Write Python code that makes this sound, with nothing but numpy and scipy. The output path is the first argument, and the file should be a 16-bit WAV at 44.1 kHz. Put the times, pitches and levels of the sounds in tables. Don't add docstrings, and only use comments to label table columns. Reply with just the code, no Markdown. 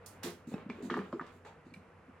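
import sys
import numpy as np
from scipy import signal
from scipy.fft import rfft, irfft, next_fast_len
from scipy.io import wavfile
from scipy.ndimage import uniform_filter1d, map_coordinates

SR = 44100
rng = np.random.default_rng(int(sys.argv[2]) if len(sys.argv) > 2 else 0)


def gain_from_db(level_db):
    decades = np.asarray(level_db, float) / 20
    return 10 ** decades


def store_wav(level_fs):
    pcm = np.round(np.clip(np.atleast_2d(level_fs), -1, 1) * 32767)
    wavfile.write(sys.argv[1], SR, pcm.T.astype(np.int16))


N = 97020

# pitch_hz, level_db (per Hz)
ROOM_TONE = [(15, -45), (25, -22), (81, -6), (215, -9), (500, -13), (1330, -14), (2700, -25), (3600, -40),
             (6000, -61)]
ROOM_TONE_DB = -60
# pitch_hz, width_hz, level_db
HUMS = [(155.8, 5.5, -72.5), (482, 70, -67.5)]
# pitch_hz, level_db (per Hz)
HISS_COLOUR = [(4000, 2.5), (11000, -6.5)]
HISS_DB, HISS_TOP_HZ = -84.5, 11950
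MOTOR_HZ, MOTOR_WANDER_HZ = 95, 3.96
MOTOR_DB, MOTOR_SWELL_DB, MOTOR_FADE_DB = -60, 3.2, -8.5

# pitch_hz, t60_s (time to die by 60 dB)
ROOM_DECAY = [(150, 0.41), (1000, 0.26), (4000, 0.28), (14000, 0.26)]
ROOM_DB, ROOM_GAP_S = -1, .007
# pitch_hz, likeness_0_to_1
LIKENESS = [(100, .99), (300, .93), (600, .85), (1400, .7), (3100, .6), (6800, .3), (15000, .2)]

# start_s, length_s, level_db
DRAG_STROKES = [
    (0.0, 0.13, -65.5),
    (0.223, 0.071, -51.5),
    (0.51, .11, -58),
    (0.13, .09, -66),
    (0.7, 0.17, -60),
    (0.9, .17, -56),
    (1.2, 0.11, -60),
    (1.446, .045, -57.5),
    (1.751, 0.094, -75),
]
# pitch_hz, level_db (per Hz)
DRAG_COLOUR = [(200, -17), (450, 5.5), (1000, 1), (2400, -6.5), (3500, -14.5), (8000, -42.5)]
GRAINS_PER_S, GRAIN_SPREAD_DB = 2000, 3

# start_s, peak_db, pitch_hz, swell_s, ring_share (if a hand damps it)
PUSHES = [(0.698, -44, 390, 0.003, .4), (0.241, -39, 250, 0.0032), (0.259, -42, 330, 0.0017),
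          (0.276, -39, 197, 0.0061), (0.29, -46, 420, 0.011, .7), (0.472, -42, 249, 0.003),
          (0.514, -35.5, 233, 0.0065), (0.540, -34, 227, 0.0017, .7), (0.562, -45, 330, 0.002, .5),
          (0.661, -42, 210, 0.0034), (0.69, -32.5, 232, 0.0077), (0.779, -46, 330, 0.004, .6),
          (0.826, -36, 233, 0.0052), (0.841, -32.5, 245, 0.0079), (0.864, -35, 249, 0.008),
          (0.904, -39.5, 382, 0.0024), (0.913, -31, 240, 0.0067), (0.947, -29, 255, 0.012),
          (0.969, -37.5, 384, 0.0026), (0.982, -30, 211, 0.0069), (1.001, -46, 413, 0.0022),
          (1.131, -37, 281.5, 0.0016), (1.143, -45, 306, 0.0012), (1.152, -45, 420, 0.004),
          (1.206, -38.5, 260, 0.0065), (1.356, -56, 285, 0.0027), (1.663, -50, 256, 0.0038),
          (1.717, -50, 237, 0.0046), (1.761, -48, 203, 0.0044), (2.079, -43.5, 233, 0.014),
          (0.485, -41, 250, .003, .7), (0.519, -48, 450, .002, .3), (0.549, -44, 380, .002, .5),
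          (0.803, -44, 400, .003, .5), (0.813, -46, 300, .003, .5), (0.17, -54, 200, .01),
          (0.745, -50, 200, .005), (1.449, -57, 500, .003, .4), (1.5, -56, 190, .01)]
# pitch_hz, level_db, t60_s
BENCH_MODES = [(191.5, 0, 0.085), (243, 4.5, 0.057), (357, 2.5, 0.09), (420, 0.5, 0.15), (507, -6, 0.1)]
# start_s, peak_db, pitch_hz
BLOCK_HITS = [(0.698, -38, 950), (0.5375, -38, 800), (0.8995, -25, 1350), (0.911, -33, 1450),
              (0.9405, -24, 1400), (0.967, -32, 1330), (0.972, -30, 850), (0.990, -31, 1400),
              (1.016, -38, 1220), (1.1275, -31, 1040), (1.1285, -38, 520), (1.1955, -28, 1330),
              (1.2115, -32, 1350), (1.449, -49, 1500), (1.462, -49, 1400), (0.905, -36, 1300),
              (0.914, -36, 1500), (0.927, -38, 1300), (0.947, -40, 1500), (0.954, -38, 1350),
              (0.978, -35, 1200), (1.003, -40, 1000), (1.137, -45, 950), (1.145, -45, 1100),
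              (1.202, -42, 1500), (1.207, -43, 1100), (1.220, -41, 950), (1.240, -48, 1250),
              (0.699, -43, 1600), (0.518, -54, 600), (0.542, -46, 1400)]
# pitch_hz, level_db, t60_s
BLOCK_MODES = [(580, 8, 0.025), (820, -1, 0.02), (1060, 4, 0.017), (1230, 5, 0.018), (1400, 1, 0.016),
               (1560, -1, 0.016), (1750, 7, 0.017), (2330, -8, 0.025)]
BASS_CUT_HZ = 70

# start_s, length_s, level_db, low_edge_hz, top_edge_hz (if duller)
SCRAPE_STROKES = [
    (0.47, 0.064, -68, 1800),
    (0.71, 0.11, -82, 1000),
    (0.823, 0.043, -64, 3300, 10000),
    (0.9, 0.098, -75.5, 1970),
    (1.031, 0.18, -82.5, 2000),
    (1.234, 0.076, -85.5, 2000),
    (1.318, 0.058, -78.5, 2500),
    (1.448, 0.03, -67, 1700, 4000),
    (1.652, 0.025, -78, 2200, 4000),
]
# pitch_hz, width_hz, level_db (over the plain rasp)
TIP_MODES = [(2500, 350, 10), (3850, 400, 11), (4450, 300, 6), (6400, 400, 7), (7200, 500, 11)]
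STROKE_EDGE_S, TIP_TOP_HZ = 0.0066, 12000

# start_s, peak_db, pitch_hz
SHAFT_TICKS = [
    (0.698, -34, 2400),
    (0.703, -35, 2100),
    (0.707, -42, 2100),
    (1.738, -43, 2300),
    (1.7405, -41, 2400),
    (1.741, -49, 4200),
    (1.760, -51, 2200),
]
# pitch_hz, level_db, t60_s
SHAFT_MODES = [(2080, -3, .025), (2330, 0, .035), (2700, -2, .02), (3400, -8, .02), (3800, -4, .025),
               (4350, -3, .025), (4800, -7, .02), (6700, -6, .025)]
# start_s, peak_db, pitch_hz
PINGS = [
    (0.5385, -43.5, 2840),
    (0.556, -58, 2300),
]
# pitch_hz, level_db, t60_s
FREE_SHAFT_MODES = [(2590, 0, .04), (3750, -4, .03), (5300, -1, .028)]
# start_s, peak_db, pitch_hz
LIGHT_TOUCH = [
    (1.704, -60, 4330),
]

# start_s,
# level_db, t60_s, low_edge_hz, top_edge_hz
CRACK_BURSTS = [(0.0604, -47.5, 0.07, 7000, 13000), (0.2315, -41, 0.19, 1110, 22000),
                (0.234, -46, .05, 1500, 9000), (0.698, -47, 0.03, 1180, 4800),
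                (0.692, -62, .03, 2000, 4500), (0.901, -44, 0.079, 1720, 4200),
                (0.939, -47, 0.09, 1740, 3700), (0.9724, -59.5, 0.051, 2000, 14000),
                (0.99, -50, 0.039, 1770, 3200), (1.126, -55, 0.046, 1530, 4860),
                (1.21, -62, 0.12, 2000, 4240), (1.265, -63, 0.06, 2400, 7800),
                (1.738, -57, 0.029, 2500, 12000)]
CRACK_TILT_DB, CRACK_RISE_S = -5, 0.00085

# pitch_hz, lift_db
RIGHT_TREBLE = [(300, .3), (1500, .3), (2800, 3.7), (5000, 7.5), (12000, 7)]
# pitch_hz, phase_radians
LEFT_PHASE = [(150, .05), (500, .1), (1200, .25), (2000, .2), (4300, .8), (9000, .9), (14000, 1.7)]
TOP_HZ = 16450


def unit(x):
    return x / np.sqrt(np.mean(x ** 2) + 1e-20)


def along(points, hz):
    f, value = np.transpose(points)
    return np.interp(np.log(hz + 1), np.log(f + 1), value)


def filtered(x, response):
    n = x.shape[-1]
    size = next_fast_len(n + 8192)
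    spectrum = rfft(x, size) * response(np.fft.rfftfreq(size, 1 / SR))
    return irfft(spectrum, size)[..., :n]


def high(low_hz):
    return lambda hz: (1j * hz / (low_hz + 1j * hz)) ** 2


def add(track, s, sound):
    part = track[..., round(s * SR):][..., :sound.shape[-1]]
    part += sound[..., :part.shape[-1]]


def pair(count):
    def mid_and_side(hz):
        turn = np.arccos(np.clip(along(LIKENESS, hz), -1, 1)) / 2
        return np.array([np.cos(turn), np.sin(turn)])

    mid, side = filtered(rng.standard_normal((2, count)), mid_and_side)
    return np.array([mid + side, mid - side])


def room(x, wet_db=0):
    x = x * np.ones((2, 1))
    hz, t, z = signal.stft(pair(SR // 3), SR, nperseg=256)
    fade = gain_from_db(-60 * t / along(ROOM_DECAY, hz)[:, None])
    tail = signal.istft(z * fade, SR, nperseg=256)[1]
    late = np.pad(x, ((0, 0), (round(ROOM_GAP_S * SR), 0)))
    wet = signal.fftconvolve(late, tail / np.linalg.norm(tail[0]), axes=1)
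    direct = np.pad(x, ((0, 0), (0, wet.shape[1] - x.shape[1])))
    return gain_from_db(ROOM_DB + wet_db) * wet + direct


def struck(events, modes, reach_oct, gain_db, wet_db, swell_s=.001, scatter=0.026):
    out, t = np.zeros((2, N)), np.arange(SR // 5) / SR
    hz, level_db, t60 = np.transpose(modes)[..., None]
    for s, db, pitch_hz, *soft in events:
        rise_s = soft[0] if soft else swell_s
        ring_share = soft[1] if soft[1:] else 1
        luck = rng.standard_normal((len(modes), 3))
        nearness = np.exp(-(np.log2(hz / pitch_hz) / reach_oct) ** 2 / 2)
        share = gain_from_db(level_db + luck[:, :1]) * nearness
        mode_hz = hz * (1 + scatter * luck[:, 1:2])
        waves = np.sin(2 * np.pi * mode_hz * t + .2 * luck[:, 2:])
        ring = np.sum(share * gain_from_db(-60 * t / (t60 * ring_share)) * waves, axis=0)
        ring = ring * (1 - np.exp(-(t / rise_s) ** 2))
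        add(out, s, room(gain_from_db(db + gain_db) * ring / np.linalg.norm(share), wet_db))
    return out


def grit(count):
    luck = rng.random((2, count))
    size = gain_from_db(-GRAIN_SPREAD_DB * np.log(luck[1] + 1e-4))
    breaks = (luck[0] < GRAINS_PER_S / SR) * size
    return unit((uniform_filter1d(breaks, size=6) + 0.3) * pair(count))


def air():
    drift_db = map_coordinates(rng.standard_normal(20), [np.linspace(1, 18, N)])
    tone = filtered(pair(N), lambda hz: gain_from_db(along(ROOM_TONE, hz)))
    return gain_from_db(ROOM_TONE_DB + drift_db) * unit(tone)


def hiss():
    def colour(hz):
        return gain_from_db(along(HISS_COLOUR, hz)) * (hz < HISS_TOP_HZ) * high(2000)(hz)

    return gain_from_db(HISS_DB) * unit(filtered(pair(N), colour))


def hums():
    out = np.zeros((2, N))
    for hz, width, db in HUMS:
        band = filtered(pair(N), lambda f: 1 / (1 + ((f - hz) / width * 2) ** 2))
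        out += gain_from_db(db) * unit(band)
    return out


def motor():
    wander = rng.standard_normal((2, 40))
    pitch, swell = (map_coordinates(row, [np.linspace(1, 38, N)]) for row in wander)
    turn = 2 * np.pi * np.cumsum(MOTOR_HZ + MOTOR_WANDER_HZ * pitch) / SR
    fade_db = MOTOR_FADE_DB * np.linspace(0, 1, N)
    return gain_from_db(MOTOR_DB + MOTOR_SWELL_DB * swell + fade_db) * np.sin(turn)


def drags():
    out = np.zeros((2, N))
    for s, length, db in DRAG_STROKES:
        t = np.arange(round((length + .12) * SR)) / SR
        shape = (1 - np.exp(-t / 0.0033)) * np.exp(-np.maximum(t - length, 0) / 0.01)
        rub = unit(filtered(grit(len(t)), lambda hz: gain_from_db(along(DRAG_COLOUR, hz))))
        add(out, s, room(gain_from_db(db) * shape * rub))
    return out


def bench():
    thumps = struck(PUSHES, BENCH_MODES, .3, 11.5, wet_db=-8)
    return filtered(thumps, high(BASS_CUT_HZ))


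def blocks():
    knocks = struck(BLOCK_HITS, BLOCK_MODES, .25, 7.5, wet_db=-8, swell_s=.001)
    return filtered(knocks, high(BASS_CUT_HZ))


def scrapes():
    out = np.zeros((2, N))
    for s, length, db, low_hz, *dull in SCRAPE_STROKES:
        t = np.arange(round((length + 6 * STROKE_EDGE_S) * SR)) / SR
        shape = (1 - np.exp(-t / 0.001)) * np.exp(-np.maximum(t - length, 0) / STROKE_EDGE_S)
        top_hz = dull[0] if dull else TIP_TOP_HZ

        def colour(f):
            ringing = 1
            for centre, width, gain_db in TIP_MODES:
                pull = 1j * f * width
                ringing = ringing + gain_from_db(gain_db) * pull / (centre * centre - f * f + pull)
            return high(low_hz)(f) * ringing / (1 + 1j * f / top_hz) ** (1 + len(dull))

        add(out, s, room(gain_from_db(db) * shape * unit(filtered(grit(len(t)), colour))))
    return out


def shaft():
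    ticks = struck(SHAFT_TICKS, SHAFT_MODES, .24, -1.5, wet_db=-9, swell_s=.0016)
    pings = struck(PINGS, FREE_SHAFT_MODES, 0.67, 0, wet_db=-14, swell_s=0.002, scatter=0)
    graze = struck(LIGHT_TOUCH, SHAFT_MODES, .03, 0, wet_db=-9, swell_s=.003, scatter=0)
    return ticks + pings + graze


def cracks():
    out, t = np.zeros((2, N)), np.arange(SR // 4) / SR
    for s, db, t60, low_hz, top_hz in CRACK_BURSTS:
        def colour(hz):
            tilt = gain_from_db(CRACK_TILT_DB * np.log2(hz / 4000 + 0.033))
            return high(low_hz)(hz) * high(low_hz / 2)(hz) * tilt / (1 + (hz / top_hz) ** 4)

        burst = unit(filtered(pair(len(t)) + .5 * grit(len(t)), colour))
        shape = gain_from_db(db - 60 * t / t60) * (1 - np.exp(-t / CRACK_RISE_S))
        add(out, s, room(shape * burst))
    return out


def scene():
    background = air() + hiss() + hums() + motor()
    wood = drags() + bench() + blocks()
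    tool = scrapes() + shaft()
    return background + wood + tool + cracks()


def band_limit(x):
    return signal.sosfilt(signal.butter(12, 16490, fs=SR, output="sos"), x)


def record(dry):
    half = np.array([[-.5], [.5]])

    def port(hz):
        lift = gain_from_db(along(RIGHT_TREBLE, hz) * half)
        lead = np.exp(-1j * half * along(LEFT_PHASE, hz))
        return lift * lead * (hz < TOP_HZ)

    return band_limit(filtered(dry, port))


dry = scene()
out = record(dry)
store_wav(out)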